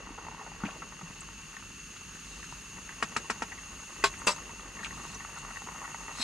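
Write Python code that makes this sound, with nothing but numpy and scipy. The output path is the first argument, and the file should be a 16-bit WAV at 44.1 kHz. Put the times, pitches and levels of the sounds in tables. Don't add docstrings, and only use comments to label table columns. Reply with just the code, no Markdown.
import sys
import numpy as np
from scipy import signal
from scipy.fft import rfft, irfft, next_fast_len
from scipy.io import wavfile
from scipy.ndimage import map_coordinates

SR = 44100
rng = np.random.default_rng(int(sys.argv[2]) if len(sys.argv) > 2 else 0)


def store_wav(level_fs):
    pcm = np.round(np.clip(np.atleast_2d(level_fs), -1, 1) * 32767)
    wavfile.write(sys.argv[1], SR, pcm.T.astype(np.int16))


def invert_db(level):
    return 10 ** (np.asarray(level, dtype=float) / 20)


N = 274743
SHORT = SR // 8


def unit(x):
    return x / np.sqrt(np.mean(x ** 2) + 1e-20)


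def along(points, hz):
    f, v = np.transpose(points)
    return np.interp(np.log(hz + 1), np.log(f + 1), v)


def curves(rows):
    s, *columns = np.transpose(rows)
    return [np.interp(np.arange(N) / SR, s, column) for column in columns]


def wobble(rate):
    knots = rng.standard_normal(int(N * rate / SR) + 4)
    return map_coordinates(knots, [np.arange(N) * rate / SR])


def filtered(x, response):
    m = next_fast_len(x.shape[-1] + 2048)
    spectrum = rfft(x, m) * response(np.fft.rfftfreq(m, 1 / SR))
    return irfft(spectrum, m)[..., :x.shape[-1]]


def resonances(peaks):
    def response(f):
        total = 0
        for k, (c, w, db) in enumerate(peaks):
            total = total + (-1) ** k * invert_db(db) * 1j * f * w / (c * c - f * f + 1j * f * w)
        return total
    return response


def lift(peaks):
    return lambda f: 1 + sum((invert_db(db) - 1) / (1 + (2 * (f - c) / w) ** 4) for c, w, db in peaks)


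def spread(pair, gain):
    # hz, side_minus_middle_db
    width_curve = [(30, -17), (100, -17), (270, -9), (800, -12), (1900, -7), (2700, -12), (3700, -5),
                   (5300, -4.5), (6600, -8), (8000, -10), (10000, -11), (12000, -1), (15000, 0)]
    colour = lambda hz: gain(hz) * np.array([np.ones(len(hz)), invert_db(along(width_curve, hz))])
    mid, side = filtered(pair, colour)
    return unit(np.array([mid + side, mid - side]))


def add(track, s, db, sound):
    part = track[round(s * SR):][:len(sound)]
    part += (invert_db(db) * sound / np.abs(sound).max())[:len(part)]


def puff(t60, attack):
    t = np.arange(SHORT) / SR
    return rng.standard_normal(len(t)) * invert_db(-60 * t / t60) * (1 - np.exp(-t / attack))


def blow(seconds):
    t = np.arange(SHORT) / SR
    return np.sin(np.pi * t / seconds) ** 2 * (t < seconds)


def tent(x):
    # hz, t60_s
    decay = [(200, 0.058), (2000, 0.083), (10000, 0.017)]
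    hz, t, z = signal.stft(rng.standard_normal((2, SR // 4)), SR, nperseg=256)
    fading = z * invert_db(-60 * t / along(decay, hz)[:, None])
    tail = signal.istft(fading, SR, nperseg=256)[1]
    return signal.fftconvolve(x[None], tail / np.linalg.norm(tail[0]), axes=1)[:, :N]


def burner():
    # hz, density_db
    jet = [(180, -23), (300, -10), (543, -17), (953, -17), (1200, -3), (2400, -9.5), (2740, -1),
           (3230, -11), (5760, -14), (6570, 3.5), (7500, -12.7), (12300, -26.8), (15500, -55)]
    # hz, width_hz, lift_db
    nozzle = [(2707, 210, 6.5), (6444, 190, 4.5), (4510, 370, 4.5), (5430, 250, 4.5), (8780, 310, 7.5),
              (9830, 890, 8), (11940, 350, 7.5), (6970, 150, 0.5), (14300, 790, 10.5)]
    # hz, density_db
    flutter = [(12, -54), (20, -7.5), (32, -4), (49, 0), (70, -14), (98, -7), (118, -20), (151, -7),
               (238, -12.5), (269, -17), (362, -20), (461, -25), (500, -33), (650, -59), (1100, -120)]
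    # start_s, level_db
    gas = [(0.0, -59.5), (0.73, -56.5), (1.56, -54.5), (2.69, -52.5), (3.56, -53), (4.2, -51.5), (4.7, -54),
           (4.98, -51), (5.41, -52.5), (5.85, -50.5), (6.23, -52)]
    # start_s, swell_db
    draughts = [
        (0.1, 1.5),
        (3.1, 2),
        (4.2, 3),
        (4.96, 4),
    ]
    draught_s = .13

    def colour(hz):
        rumble_cut = 1 + (900 / (hz + 1)) ** 4
        return invert_db(along(jet, hz)) * lift(nozzle)(hz) * (hz < 14650) / rumble_cut

    upper = lambda hz: 1 / (1 + (5700 / (hz + 1)) ** 12)
    high = spread(rng.standard_normal((2, N)), lambda hz: colour(hz) * np.sqrt(upper(hz)))
    low = spread(rng.standard_normal((2, N)), lambda hz: colour(hz) * np.sqrt(1 - upper(hz)))
    flame = lambda hz: invert_db(along(flutter, hz)) / (1 + (37 / (hz + 1)) ** 8)
    roar = spread(rng.standard_normal((2, N)), flame)

    jet_db, = curves(gas)
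    flicker = wobble(7.7)
    low_db = -49.6 + .4 * (jet_db - jet_db.mean())
    t = np.arange(N) / SR
    fanned_db = sum(db * np.exp(-((t - s) / draught_s) ** 2) for s, db in draughts)
    hiss = invert_db(jet_db + 2.0 + 0.2 * flicker) * high + invert_db(low_db + .5 * flicker) * low
    return hiss + invert_db(-52.6 + fanned_db + 1.23 * wobble(12)) * roar


def simmer():
    # hz, width_hz, level_db
    pot_modes = [(300, 162, -10), (488, 360, -12), (895, 125, -5), (1090, 64, -1), (1220, 90, -3.5),
                 (1490, 63, -8.5), (1870, 90, -3), (2190, 170, -12.5)]
    # start_s, level_db
    boil = [(0.0, -55.5), (0.6, -54.5), (1.0, -60.5), (1.51, -59.5), (1.8, -68), (2.36, -59.5), (2.69, -61),
            (3.07, -55.5), (3.64, -58), (4.2, -53.5), (4.7, -57), (4.98, -52), (5.36, -55), (5.75, -52),
            (6.23, -51.5)]
    # start_s, level_db
    sway = [(0.0, -56.5), (0.78, -53.5), (1.0, -63), (1.8, -68), (2.24, -59), (2.69, -64), (3.24, -55),
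            (3.64, -63), (4.2, -57), (4.77, -55), (4.98, -62), (5.97, -63), (6.23, -59)]
    # start_s, peak_db, pitch_hz, t60_s
    stirred = [(0.072, -32, 1050, .015), (0.1785, -31.5, 880, .063), (0.285, -28.5, 896, .02),
               (0.315, -34, 880, .036), (0.346, -34.5, 900, .03), (0.412, -34.5, 872, .058),
               (0.465, -33, 851, .034), (0.518, -34.5, 896, .027), (0.603, -37, 1210, .064),
               (0.6368, -23, 1200, .02), (0.703, -35, 1090, .03), (0.821, -29.5, 1150, .05),
               (0.924, -32, 1090, .038), (1.013, -33, 1090, .041), (1.22, -36, 1150, .037),
               (1.289, -34, 1050, .022), (1.567, -31, 1880, .03), (1.626, -37.5, 1130, .033),
               (1.964, -38, 1250, .03), (2.398, -40, 1210, .026), (2.429, -35, 1880, .026),
               (2.525, -31.5, 980, .016), (2.772, -39, 1890, .027), (2.892, -30, 1850, .038),
               (2.924, -37.5, 2000, .04)]
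    # start_s, peak_db, pitch_hz, t60_s
    stirred_more = [(0.003, -37, 1060, 0.03), (0.092, -40, 877, 0.03), (0.121, -40, 891, 0.03),
                    (0.188, -35, 1070, 0.03), (0.214, -39, 918, 0.03), (0.268, -32, 899, 0.03),
                    (0.324, -38, 886, 0.03), (0.384, -41, 1130, 0.03), (0.426, -39, 1100, 0.03),
                    (0.476, -37, 867, 0.03), (0.494, -40, 1100, 0.03), (0.549, -42, 848, 0.03),
                    (0.968, -41, 1990, 0.03), (0.993, -36, 1240, 0.03)]
    # start_s, peak_db, pitch_hz, t60_s
    free_pops = [(3.52, -30, 1940, .046), (3.576, -35, 1960, .09), (4.218, -28.5, 1340, .028),
                 (4.386, -34.5, 1220, .03), (4.494, -35, 995, .035), (4.596, -34, 1190, .03),
                 (4.788, -31, 1870, .089), (4.832, -32, 1820, .046), (4.909, -33, 1870, .036),
                 (4.975, -38, 1220, .055), (5.205, -32, 1850, .037), (5.2497, -27.5, 1170, .011),
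                 (5.363, -34, 1020, .039), (5.374, -34, 1100, .051), (5.45, -28.5, 1100, .024),
                 (5.491, -32, 982, .025), (5.505, -32, 1140, .053), (5.571, -28.5, 1870, .012),
                 (5.62, -31.5, 970, .02), (5.687, -27.5, 1000, .023), (5.748, -35, 1030, .057),
                 (5.84, -30, 1100, .09), (5.877, -36.5, 1850, .03), (5.946, -24.5, 1130, .022),
                 (6.082, -29, 1140, .035), (6.116, -35, 1090, .025), (6.186, -31, 1110, .02)]
    # start_s, peak_db, pitch_hz, t60_s
    patter = [(4.425, -40, 1880, 0.025), (4.504, -36, 1060, 0.025), (4.645, -43, 1180, 0.025),
              (4.768, -37, 1870, 0.025), (4.807, -35, 1230, 0.025), (5.009, -38, 1210, 0.025),
              (5.272, -43, 1890, 0.025), (5.332, -41, 1240, 0.025), (5.346, -37, 1850, 0.025),
              (5.424, -43, 1140, 0.025), (5.51, -33, 1150, 0.025), (5.538, -41, 1060, 0.025),
              (5.56, -31, 1870, 0.025), (5.666, -37, 939, 0.025), (5.673, -30, 1070, 0.025),
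              (5.727, -36, 964, 0.025), (5.761, -34, 1230, 0.025), (5.783, -38, 1130, 0.025),
              (5.829, -32, 950, 0.025), (5.854, -31, 1220, 0.025), (5.905, -40, 1270, 0.025),
              (5.986, -39, 1120, 0.025), (6.006, -37, 899, 0.025), (6.094, -35, 1080, 0.025),
              (6.127, -34, 1080, 0.025), (6.206, -32, 1080, 0.025)]

    (level_db,), (slosh_db,) = curves(boil), curves(sway)
    sizes = invert_db(3.2 * rng.exponential(size=N).clip(0, 2.5))
    bursts = (rng.random(N) < 300 / SR) * sizes * rng.choice([-1, 1], N)
    small = unit(bursts) * invert_db(2.5 * wobble(70)) + .3 * rng.standard_normal(N)
    ringing = filtered(small, lambda f: resonances(pot_modes)(f) / (1 + 1j * f / 2500) ** 2)
    track = invert_db(level_db + 2.2) * unit(ringing)
    lumps = invert_db(3.9 * wobble(35)) * rng.standard_normal(N)
    slosh = filtered(lumps, lambda f: resonances([(370, 380, 0)])(f) ** 2)
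    track += invert_db(slosh_db - 3) * unit(slosh)

    pops = [(*p, -4) for p in stirred + stirred_more] + [(*p, 2) for p in free_pops + patter]
    for s, db, hz, t60, upper_db in pops:
        struck = [(c, w, g + rng.normal(0, 3) + upper_db * (c > 1600) - 7 * (c < 600))
                  for c, w, g in pot_modes]
        body = resonances(struck + [(hz, 180, 3.5)])
        spatter = .55 * (t60 / .04) ** 1.6 * puff(t60, 0.002)
        muffled = lambda f: body(f) / (1 + 1j * f / 3500) ** 3 / (1 + 600 / (1j * f + 1)) ** 2
        add(track, s - .0007, db - 3, filtered(blow(0.00019) + spatter, muffled))
    return track


def brushing():
    # peak_s, level_db, rise_20db_s, fall_20db_s
    strokes = [
        (2.322, -58, .18, .14),
        (2.444, -59, .14, .14),
        (2.526, -61, .03, .05),
        (2.7, -64, .2, .02),
        (4.848, -48, .025, .04),
        (5.154, -55, .5, .015),
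        (5.386, -54, .035, .035),
        (6.23, -35, .075, .1),
    ]
    # hz, density_db
    cloth = [(200, -32), (800, -4), (2300, -5), (4200, -4.5), (9500, -8), (15000, -43)]
    # hz, width_hz, lift_db
    rubbed = [(2550, 150, 9), (3860, 190, 10), (4220, 120, 12.5), (5270, 80, 12.5), (7800, 150, 10)]
    t = np.arange(N) / SR
    stroke = 0
    for s, db, rise, fall in strokes:
        stroke = stroke + invert_db(db - 20 * np.where(t < s, (s - t) / rise, (t - s) / fall))
    grains = invert_db(0.83 * wobble(250)) * rng.standard_normal((2, N))
    sliding = spread(grains, lambda hz: invert_db(along(cloth, hz)) * lift(rubbed)(hz))
    return invert_db([[4], [2.5]]) * stroke * sliding


def spoon():
    # start_s, peak_db, low_modes_db, chatter_db, t60_s
    taps = [
        (3.0243, -15, 1.5, -25, 0.058),
        (3.1626, -17.5, 1.5, -24.5, 0.069),
        (3.2982, -17, 4, -25.5, 0.069),
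        (3.4196, -20.5, 9, -29.5, 0.064),
    ]
    # hz, width_hz, level_db
    spoon_modes = [(237, 30, -5), (440, 50, -3), (665, 70, -5), (830, 90, -1), (985, 60, -1),
                   (1110, 70, 4.5), (1290, 75, 6.5), (1460, 80, 3.5), (1650, 70, 3), (1870, 50, 8),
                   (2200, 55, 3), (2500, 90, 3), (2900, 80, 3), (3760, 140, -20)]
    # start_s, peak_db, pitch_hz, t60_s
    bumps = [(0.6373, -24.5, 200, 0.065), (0.6518, -32, 290, 0.084), (0.6603, -34, 188, 0.071),
             (0.107, -38, 290, .03), (1.031, -37.5, 168, 0.13), (1.105, -37, 175, 0.037),
             (2.15, -39.5, 185, 0.024), (2.525, -41, 142, 0.096), (4.274, -33, 200, 0.1),
             (3.045, -40, 150, .08), (3.17, -41, 150, .08), (3.43, -42, 150, .07), (4.812, -43, 200, 0.082),
             (6.198, -38, 240, 0.085)]

    track, t = np.zeros(N), np.arange(SHORT) / SR
    stand = resonances([(3500, 3000, 0), (7800, 4000, -2)])
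    for s, db, low_db, chatter_db, t60 in taps:
        rebound = 0.22 * np.roll(blow(0.00022), round(0.003035 * SR))
        knock = blow(0.00029) + rebound
        wood = resonances([(c, 1.42 * w, g + rng.normal(0, 0.72) + low_db * (c < 1100))
                           for c, w, g in spoon_modes])
        rough_knock = knock + 0.4 * puff(t60, 0.0023)
        add(track, s, db, filtered(rough_knock, lambda f: wood(f) / (1 + 1j * f / 4000) ** 2))
        chatter = filtered(puff(1.06 * t60, 0.0026), lambda f: stand(f) / (1 + (f / 10800) ** 8))
        add(track, s + 0.0012, chatter_db, chatter)

    thuds = [(s + .008, db - 21, 220, .07) for s, db, *_ in taps]
    for s, db, hz, t60 in bumps + thuds:
        onset = 1 - np.exp(-(t / 0.001) ** 2)
        add(track, s - .001, db, np.sin(2 * np.pi * hz * t) * invert_db(-60 * t / t60) * onset)
    return track


def empty_pot():
    # start_s, peak_db, brightness_db, t60_s, held_after_s
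    laid_hits = [
        (4.0396, -9.5, -3, 0.09, 0.04),
        (4.046, -22, 0, .07, 0.03),
        (4.056, -21.5, 7, 0.25, 0.027),
    ]
    # hz, width_hz, level_db
    laid_modes = [(406, 12, -2), (670, 40, -10), (890, 60, -7), (1010, 60, -14), (1081, 40, 2),
                  (1257, 25, -9), (1523, 35, -9), (1660, 30, -11), (1983, 35, -9), (2194, 20, -15),
                  (2430, 40, -10), (2590, 50, -4), (2994, 30, -7), (3244, 20, -13), (3401, 12, -11),
                  (3552, 15, -12), (3885, 10, -11), (4021, 15, -14), (4200, 16, -12), (4743, 35, -11),
                  (5120, 15, -12), (6730, 66, -16), (7450, 52, -10.5), (8660, 99, -24)]
    # start_s, peak_db, brightness_db, t60_s, held_after_s
    clanks = [
        (4.2706, -12, 2, 0.069, .05),
        (4.2769, -16, -8, 0.04, .05),
        (4.2805, -13.5, 3, 0.17, .05),
        (4.2904, -20.5, -1, 0.26, 0.06),
        (4.309, -28, -1, 0.11, 0.034),
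        (4.362, -34, 2, 0.079, 0.026),
    ]
    # hz, width_hz, level_db
    wall_modes = [(402, 10, 1), (526, 40, -7), (595, 55, -3), (934, 20, -3), (1003, 40, 4), (1211, 10, 6),
                  (1340, 50, -11), (1520, 40, -13), (1868, 25, -6), (2090, 22, -6), (2320, 21, -13),
                  (2480, 80, -14), (2650, 40, 1), (3061, 25, -6), (3480, 70, -8), (3850, 20, -10),
                  (4000, 30, -7), (4705, 28, -2), (4910, 60, -10), (5350, 35, -15), (5660, 100, -20),
                  (6230, 35, -6), (7030, 88, -10), (7940, 44, -11), (8800, 49, -12), (9070, 55, -17)]
    # hz, density_db
    rattle = [(88, -44), (150, -12), (583, -8), (1220, -3), (1760, -10), (2060, -6), (2310, -16),
              (2550, -11), (4750, -10.5), (8660, -17.5), (15500, -45)]
    # start_s, peak_db, pitch_hz, width_hz, t60_s
    ticks = [(0.636, -31, 1170, 1200, 0.038), (0.646, -36, 1300, 2200, 0.23), (0.643, -39, 2650, 750, 0.18),
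             (.681, -36.5, 840, 700, 0.028), (.652, -38, 2400, 600, .02), (.662, -39, 2300, 500, .025),
             (.673, -41, 2500, 900, .015), (.688, -38, 1100, 600, .015), (.7066, -39, 2750, 900, .015),
             (4.8515, -31, 2300, 900, .008), (4.8575, -31, 2650, 700, .01), (4.8655, -34, 2900, 900, .008),
             (2.44, -39, 1500, 1200, .02), (2.152, -41, 1500, 1500, .02), (0.002, -41, 520, 400, .015),
             (0.178, -42, 450, 200, .04), (1.204, -37.5, 7800, 2200, 0.033), (4.024, -36, 1980, 300, 0.033),
             (4.135, -37, 1800, 1500, 0.074), (4.187, -43, 8300, 3000, 0.048),
             (4.8457, -24, 2900, 1500, .007), (4.849, -36, 1900, 2000, 0.07), (4.857, -38, 1080, 910, .04),
             (1.965, -45, 3500, 2500, 0.035), (2.15, -44, 7000, 4500, .04), (4.935, -44, 4500, 3030, .03),
             (5.144, -34, 5950, 600, .03), (5.385, -43, 7760, 2500, .04), (6.226, -30.5, 2640, 2500, 0.015),
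             (4.2663, -25, 7600, 3500, .04), (4.2715, -21, 2650, 600, .025), (4.3085, -31, 7300, 600, .02),
             (4.3085, -32, 4000, 500, .025), (4.313, -36, 7900, 300, .06), (4.313, -34, 5350, 300, .04),
             (4.606, -42, 3500, 2500, .015), (4.8338, -33, 1800, 1200, .008), (4.863, -36, 1400, 1500, .05),
             (6.196, -34, 4000, 800, .08), (6.212, -30, 4000, 800, .08), (6.222, -30, 4000, 900, .05),
             (6.21, -34, 5300, 500, .07)]

    track, t = np.zeros(N), np.arange(SHORT) / SR
    for contacts, modes in ((laid_hits, laid_modes), (clanks, wall_modes)):
        for s, db, bright_db, t60, held in contacts:
            tilt = lambda hz: invert_db(bright_db * np.clip(np.log2((hz + 1) / 1500) / 2, 0, 1))
            ring = 0
            for hz, width, level in modes:
                fading = invert_db(level + rng.normal(0, 1.5) - t * (60 / t60 + 9.6 * width))
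                cycles = hz * t + .12 * rng.normal()
                ring = ring + fading * np.sqrt(width) * tilt(hz) * np.sin(2 * np.pi * cycles)
            base = lambda hz: invert_db(along(rattle, hz)) * tilt(hz) / (1 + (600 / (hz + 1)) ** 3)
            chatter = filtered(puff(t60, 0.00058), base)
            stop = invert_db(-1100 * np.maximum(t - held, 0)) * (1 - np.exp(-t / 0.00023))
            add(track, s, db, (unit(ring) + invert_db(-6.5) * unit(chatter)) * stop)
    for s, db, hz, width, t60 in ticks:
        band = resonances([(hz, width, 0)])
        add(track, s, db, filtered(puff(t60, min(.0024, t60 / 15)), lambda f: band(f) ** 3))
    return track


def scene():
    # hz, side_minus_middle_db
    scatter = [(300, -27), (1200, -20), (2700, -10), (4500, -6.5), (10000, -6), (12500, -1)]
    near = simmer() + spoon() + empty_pot()
    smear = puff(.012, .0002)
    smeared = signal.fftconvolve(near, smear / np.linalg.norm(smear))[:N]
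    side = filtered(smeared, lambda hz: invert_db(along(scatter, hz)))
    close = near * invert_db([[.3], [-.3]]) + [side, -side]
    reflected = tent(filtered(near, lambda hz: 1 / (1 + 500 / (1j * hz + 1))))
    return close + invert_db(-13) * reflected + burner() + brushing()


def top_cut(x):
    return signal.sosfilt(signal.butter(12, 15660, fs=SR, output="sos"), x)


def record(dry):
    # hz, left_minus_right_db
    lean = [(1900, .3), (2700, 1.5), (3700, 0), (6000, 0), (9000, .6), (10500, .8), (13000, 6)]
    # hz, lag_rad
    lag = [(80, 0), (330, .3), (700, .12), (1200, .33), (1900, .3), (2700, .7), (6400, .5), (8000, .05)]
    half = lambda hz: invert_db(along(lean, hz) / 2) * np.exp(-.5j * along(lag, hz))
    top_hz = 15600
    heard = filtered(dry, lambda hz: np.array([half(hz), 1 / half(hz)]) * (hz < top_hz))
    return top_cut(heard)


dry = scene()
out = record(dry)
store_wav(out)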